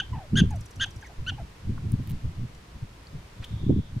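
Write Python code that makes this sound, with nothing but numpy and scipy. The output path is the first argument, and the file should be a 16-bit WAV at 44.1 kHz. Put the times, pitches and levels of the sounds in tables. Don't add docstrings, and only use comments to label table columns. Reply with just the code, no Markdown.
import sys
import numpy as np
from scipy import signal
from scipy.fft import rfft, irfft
from scipy.io import wavfile
from scipy.ndimage import uniform_filter1d

SR = 44100
rng = np.random.default_rng(int(sys.argv[2]) if len(sys.argv) > 2 else 0)


def transcribe(signal):
    frames = np.atleast_2d(signal).T
    limited = np.clip(frames, -1, 1)
    pcm = np.round(limited * 32767).astype(np.int16)
    wavfile.write(sys.argv[1], SR, pcm)


N = 176400
TIME = np.arange(N) / SR
PREROLL = SR // 4


def amp(db):
    return 10 ** (np.asarray(db) / 20)


def unit(x):
    return x / np.sqrt(np.mean(abs(x) ** 2) + 1e-20)


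def at_hz(points, hz):
    f, value = np.transpose(points)
    return np.interp(np.log(hz + 1), np.log(f + 1), value)


def fader_db(points):
    return np.interp(TIME, *np.transpose(points))


def ramp(u):
    return np.sin(np.pi / 2 * np.clip(u, 0, 1)) ** 2


def add(mix, start_s, sound):
    at = round(start_s * SR)
    sound = sound[max(-at, 0):]
    part = mix[max(at, 0):][:len(sound)]
    part += sound[:len(part)]


def eq(x, gain):
    return irfft(rfft(x) * gain(np.fft.rfftfreq(x.shape[-1], 1 / SR)), x.shape[-1])


def bell(hz, octaves):
    return lambda f: np.exp(-.5 * (np.log2((f + 1) / hz) / octaves) ** 2)


def noise(points, size):
    return unit(eq(rng.standard_normal(size), lambda f: amp(at_hz(points, f))))


def band_noise(hz, octaves, size):
    return unit(eq(rng.standard_normal(size), bell(hz, octaves)))


def wobble(hz, size):
    return unit(eq(rng.standard_normal(size), lambda f: np.exp(-.5 * (f / hz) ** 2)))


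def phase(hz):
    return 2 * np.pi * np.cumsum(hz) / SR


def blip(t, rise_s):
    return t / rise_s * np.exp(1 - t / rise_s)


# freq_hz, gain_db
THROAT_EQ = [(1150, -24), (1350, -7), (1570, -1.5), (1950, -8), (2300, 3), (2750, -1), (3200, -2),
             (3600, -3), (4050, -4), (4800, -25.5), (5500, -20.5), (6300, -9), (7000, -15), (8000, -38),
             (9800, -20.5), (11000, -46), (15000, -52)]
# freq_hz, gain_db
HOARSE_EQ = [(400, -16), (1200, -16), (1700, 9), (2300, -18.5), (3300, 10), (4200, -8), (5500, -12),
             (6600, -9), (8000, -26), (10000, -18), (11500, -35), (15000, -43)]


def bark(length_s, level_db, top_hz, clean_share, roughness, treble_db):
    climb_s, drop_s, sag_hz_per_s = 0.01814, 0.0189, 1850
    attack_s, swell_s, release_s, rattle_s = 0.0013, 0.019, 0.014, 0.0055
    flutter_hz, rasp_hz = 311.1, 272
    size = 4096
    t = np.arange(size) / SR
    climb = 0.88 + 0.12 * ramp(t / climb_s)
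    drop = 1 - 0.13 * np.clip(1 - (length_s - t) / drop_s, 0, 1) ** 2
    hz = top_hz * climb * drop - sag_hz_per_s * np.maximum(t - climb_s, 0)
    rough = roughness * ramp((t - clean_share * length_s) / 0.0018)
    effort_db = -11 * np.clip(1 - t / swell_s, 0, 1)
    mouth_open = ramp((length_s - t) / release_s)
    cycle = phase(hz * (1 + 0.014 * rough * wobble(220, size)))
    flutter = phase(flutter_hz * (1 + 0.1 * wobble(59, size)))
    voice = np.zeros(size)
    for k in range(1, 10):
        tilt_db = (treble_db - 9 * (1 - mouth_open)) * np.log2(max(k / 2, 1))
        tilt_db += 0.38 * effort_db * np.log2(max(k / 3, 1))
        depth = rough * min(k / 2, 1)
        rasp = 0.33 * depth * (wobble(rasp_hz, size) + 1j * wobble(rasp_hz, size))
        harmonic = ((1 + rasp) * np.exp(1j * k * cycle)).real
        voice += amp(at_hz(THROAT_EQ, k * hz) + tilt_db) * harmonic
        for offset, share in ((0.93, 0.74), (-0.62, 0.11)):
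            throat_gain = amp(at_hz(THROAT_EQ, k * hz + offset * flutter_hz) + tilt_db)
            voice += share * depth * throat_gain * np.cos(k * cycle + offset * flutter)
    voice *= amp(-1 * rough)
    voice += amp(-9) * rough * noise(HOARSE_EQ, size)
    voice += amp(-20.5) * noise(HOARSE_EQ, size)
    voice *= ramp(t / attack_s) * mouth_open
    break_up = np.exp(-.5 * ((t - length_s + rattle_s) / rattle_s) ** 2)
    rattle = amp(-14) * break_up * band_noise(hz=2940, octaves=0.17, size=size)
    return amp(level_db + effort_db) * (voice + rattle)


# start_s, length_s, level_db, top_pitch_hz, clean_share, roughness, treble_db_per_octave
BARK_CUES = [(-.047, 0.062, -21, 1627, 0.1, 0.48, -8.5), (0.355, .060, -22.5, 1637, 0.26, 1.03, -1.5),
             (0.797, .057, -24, 1614, 0.19, 1.03, -5), (1.264, 0.0467, -27.5, 1522, 0.56, 0.66, -6.5)]


def barks():
    out = np.zeros(PREROLL + N)
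    for start_s, *settings in BARK_CUES:
        add(out, start_s + PREROLL / SR, bark(*settings))
    return out


# freq_hz, gain_db
AIR_EQ = [(180, -12), (300, -0.5), (397, -2.5), (849, -8), (968, -4.5), (1300, -8.5), (2250, -10.5),
          (5050, -16.5), (13400, -29.5), (15500, -42)]
# freq_hz, correlation
AIR_LIKENESS = [(300, 0.72), (1000, 0.063), (3000, 0.11), (15000, 0.104)]
# time_s, level_db
AIR_FADER = [(0, -52.5), (1.5, -53), (2.15, -52.5), (2.9, -53.5), (3.5, -52), (3.75, -55), (4, -53.5)]


def air():
    left, spread = noise(AIR_EQ, N), noise(AIR_EQ, N)
    right = eq(left, lambda f: at_hz(AIR_LIKENESS, f))
    right += eq(spread, lambda f: np.sqrt(1 - at_hz(AIR_LIKENESS, f) ** 2))
    return np.array([left, right]) * amp(fader_db(AIR_FADER))


# time_s, strength_db
GUST_FADER = [(0.0, -42), (0.08, -53), (0.13, -29.5), (0.19, -34), (0.21, -54), (0.3, -49.5), (0.335, -21),
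              (0.39, -23.5), (0.42, -20), (0.51, -33.5), (0.6, -36.5), (0.7, -67), (0.78, -36),
              (0.92, -50.5), (0.97, -38), (1.06, -85), (1.15, -82), (1.19, -33.5), (1.26, -41.5),
              (1.32, -32.5), (1.38, -46), (1.43, -35), (1.48, -57), (1.6, -58), (1.69, -24.5),
              (1.82, -37.5), (1.85, -26.5), (1.88, -31), (1.95, -25.5), (1.97, -40), (2.0, -25.5),
              (2.04, -37.5), (2.14, -28), (2.21, -49), (2.25, -26), (2.35, -47), (2.38, -32.5), (2.45, -29),
              (2.47, -45), (2.57, -52), (2.73, -60), (2.76, -33), (2.8, -56), (2.83, -29), (2.88, -56),
              (3.09, -59.5), (3.15, -30.5), (3.24, -59), (3.36, -59), (3.41, -33), (3.45, -53), (3.53, -30),
              (3.59, -38.5), (3.64, -24), (3.655, -33), (3.71, -16), (3.75, -27), (3.79, -22), (3.83, -42),
              (3.89, -47), (3.98, -29), (4.0, -58)]
# freq_hz, gain_db
BREEZE_EQ = [(15, 4.5), (35, -13), (65, 2.5), (115, 2.5), (170, -7), (250, -16.5), (350, -27.5), (500, -41),
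             (800, -92), (2000, -86)]
GUST_EQ = [(15, -31), (35, -7), (65, -7.5), (125, 4), (210, 2), (300, -9.5), (450, -22), (600, -45.5),
           (900, -43), (2000, -95)]
# time_s, gain_db
BASS_FADER = [(0, 5), (.4, 1), (1.3, 0), (2.0, -3), (2.8, -3.5), (3.4, -4), (3.7, -4.5), (4, -2.5)]


def eddies():
    breeze_db, gust_db, shelf_hz = -28.5, -18, 104
    strength_db = fader_db(GUST_FADER)
    hard = ramp((strength_db - breeze_db) / (gust_db - breeze_db))
    flow = np.sqrt(1 - hard) * noise(BREEZE_EQ, N) + np.sqrt(hard) * noise(GUST_EQ, N)
    bass = eq(flow, lambda f: 1 / (1 + (f / shelf_hz) ** 6))
    flow += bass * (amp(fader_db(BASS_FADER)) - 1)
    power = uniform_filter1d(abs(signal.hilbert(flow)) ** 2, size=700)
    swell = uniform_filter1d(np.sqrt(abs(power) + 1e-9), size=400)
    return amp(strength_db + 1.5) * unit(flow / swell ** 0.14)


# freq_hz, gain_db
RUMBLE_EQ = [(15, -22), (35, 1), (60, 2), (120, -9), (200, -12), (400, -63)]
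# peak_s, level_db, pitch_hz, left_minus_right_db
BUFFET_CUES = [(0.4188, -7, 150, -1.5), (.438, -23.5, 300, 10), (1.9411, -13, 137, 3),
               (3.667, -14.5, 187, 2), (3.697, -6, 235, 2), (3.7049, -18, 360, -13), (3.7116, -9, 185, -5),
               (3.7269, -13, 196, -1), (3.764, -16, 230, 2), (3.968, -21.5, 160, 1)]


def wind():
    wide_above_hz, ring_cycles = 440, 1.56
    mid = eddies() + amp(-49) * noise(RUMBLE_EQ, N)
    side = eq(eddies(), lambda f: np.minimum(f / wide_above_hz, 1) ** 1.74)
    out = np.array([mid + side, mid - side])
    t = np.arange(-1024, 1024) / SR
    for peak_s, level_db, hz, pan_db in BUFFET_CUES:
        thump = -np.cos(2 * np.pi * hz * t) * np.exp(-(np.pi * hz * t / ring_cycles) ** 2)
        add(out[0], peak_s + t[0], amp(level_db + pan_db / 2) * thump)
        add(out[1], peak_s + t[0], amp(level_db - pan_db / 2) * thump)
    return out


# start_s, level_db, pitch_hz
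POP_CUES = [(.018, -42.5, 800), (.861, -43, 800), (1.034, -45, 840), (1.319, -44, 784)]


def mouth_pops():
    out, t = np.zeros(PREROLL + N), np.arange(2048) / SR
    for start_s, level_db, hz in POP_CUES:
        pop = blip(t, rise_s=0.0028) * np.sin(2 * np.pi * hz * t)
        add(out, start_s + PREROLL / SR, amp(level_db) * pop)
    return out


# start_s, length_s, level_db, first_pitch_hz, last_pitch_hz, waver_share
SQUEAK_CUES = [(0.124, 0.073, -36.5, 1028, 736, 0.061), (0.176, 0.094, -40.5, 943, 543, 0.051),
               (0.503, 0.021, -35.5, 925, 840, 0.043), (0.517, 0.065, -38.5, 895, 549, 0.035),
               (1.019, 0.024, -39.5, 1880, 1570, 0.092), (1.037, 0.0477, -45, 2155, 1820, 0.072),
               (1.09, 0.043, -45, 963, 624, 0.12), (1.377, 0.048, -37.5, 918, 575, 0.053)]


def squeaks():
    attack_s, release_s, fade_db, harmonics_db = 0.012, 0.0025, -11.5, (-1.5, -17, -22)
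    out, t = np.zeros(PREROLL + N), np.arange(4096) / SR
    for start_s, length_s, level_db, first_hz, last_hz, waver in SQUEAK_CUES:
        progress = np.minimum(t / length_s, 1)
        slide_hz = first_hz * (last_hz / first_hz) ** progress
        cycle = phase(slide_hz * (1 + waver * wobble(190, len(t))))
        tone = sum(amp(db) * np.sin(k * cycle) for k, db in enumerate(harmonics_db, 1))
        rasp = 1 + 0.2 * wobble(170, len(t))
        gate = ramp(t / attack_s) * ramp((length_s - t) / release_s)
        envelope = amp(level_db + fade_db * progress ** 2) * gate
        add(out, start_s + PREROLL / SR, envelope * tone * rasp)
    return out


# start_s, level_db, pitch_hz
TICK_CUES = [(0.505, -51, 6450), (0.557, -52.5, 5900), (.607, -51, 5800), (0.656, -50, 6050),
             (0.707, -52, 5760), (0.757, -52, 5900), (.857, -52, 6200), (0.905, -50.5, 5970),
             (0.959, -51.5, 5820), (1.010, -53.5, 6240), (1.063, -52, 6100)]
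# freq_hz, gain_db
TICK_EQ = [(4500, -24), (6500, 4.5), (8000, 4), (10000, 2), (13000, -7), (16000, -16)]


def insect():
    soften_db_per_s, sag_hz_per_s, note_s, note_delay_s = 15, 10000, 0.015, 0.00075
    out, t = np.zeros(N), np.arange(1024) / SR
    note_envelope = np.sin(np.pi * np.minimum(t / note_s, 1)) ** 2
    for start_s, level_db, pitch_hz in TICK_CUES:
        rasp_db = level_db - soften_db_per_s * (start_s - TICK_CUES[0][0])
        add(out, start_s, amp(rasp_db) * blip(t, rise_s=0.0027) * noise(TICK_EQ, len(t)))
        hz = (pitch_hz - sag_hz_per_s * t) * (1 + 0.048 * wobble(500, len(t)))
        add(out, start_s + note_delay_s, amp(level_db + 1) * note_envelope * np.sin(phase(hz)))
    return out


# start_s, level_db, rise_s, centre_hz, width_octaves
SCUFF_CUES = [(1.778, -43, 0.0022, 1160, 0.27), (1.9195, -40, 0.00065, 12000, 1.0),
              (2.548, -56, 0.0018, 4500, 0.74), (3.069, -44, 0.0014, 4370, 0.082),
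              (3.4425, -48.5, 0.0032, 4300, 1.15), (3.441, -41, 0.0031, 3330, 0.17),
              (3.422, -49, 0.0092, 1670, 1.03)]


def scuffs():
    out, t = np.zeros(N), np.arange(4096) / SR
    for start_s, level_db, rise_s, hz, octaves in SCUFF_CUES:
        add(out, start_s, amp(level_db) * blip(t, rise_s) * band_noise(hz, octaves, len(t)))
    return out


# time_s, level_db
RUSTLE_FADER = [(1.9, -68), (1.943, -60.5), (1.97, -83), (2.02, -75), (2.04, -64), (2.06, -72),
                (2.078, -54), (2.088, -58), (2.1, -51), (2.117, -54), (2.128, -76)]
# freq_hz, gain_db
RUSTLE_EQ = [(1500, -7), (3000, 2), (6000, -10), (10000, -3), (14000, 1), (16000, -6)]


def rustle(grains_per_s=550):
    grains = rng.standard_normal(N) * (rng.random(N) < grains_per_s / SR)
    grit = unit(eq(grains, lambda f: amp(at_hz(RUSTLE_EQ, f))))
    gate = (TIME > RUSTLE_FADER[0][0]) & (TIME < RUSTLE_FADER[-1][0])
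    return amp(fader_db(RUSTLE_FADER)) * gate * grit


# time_s, level_db
BUZZ_FADER = [(3.35, -78), (3.43, -62.5), (3.6, -57.5), (3.88, -62), (3.94, -74)]


def distant_buzz():
    gate = TIME > BUZZ_FADER[0][0]
    return amp(fader_db(BUZZ_FADER)) * gate * band_noise(hz=3510, octaves=0.1, size=(2, N))


def open_ground(x, left_lag_s):
    echoes_per_s, t60_s, far_echo_s = 2000, 0.21, 0.043
    t = np.arange(16384) / SR
    taps = rng.standard_normal((2, len(t))) * (rng.random((2, len(t))) < echoes_per_s / SR)
    taps *= amp(-60 * t / t60_s) * ramp(t / 0.013)
    taps *= amp(-17) / np.linalg.norm(taps, axis=1, keepdims=True)
    taps[:, round(far_echo_s * SR)] += amp(-29.5)
    echoes = signal.fftconvolve(x[None], eq(taps, bell(hz=3130, octaves=1)), axes=1)
    left = eq(x, lambda f: np.exp(-2j * np.pi * f * left_lag_s))
    return np.array([left, x]) + echoes[:, :len(x)]


def scene():
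    voice = open_ground(barks() + squeaks() + mouth_pops(), left_lag_s=6e-6)[:, PREROLL:]
    small_sounds = open_ground(scuffs() + rustle() + insect(), left_lag_s=17e-6)
    return voice + small_sounds + wind() + air() + distant_buzz()


def record(dry):
    high_cut = signal.firwin(255, 15900, window=("kaiser", 9), fs=SR)
    return signal.oaconvolve(dry * ramp(TIME / .001), high_cut[None], "same")


dry = scene()
out = record(dry)
transcribe(out)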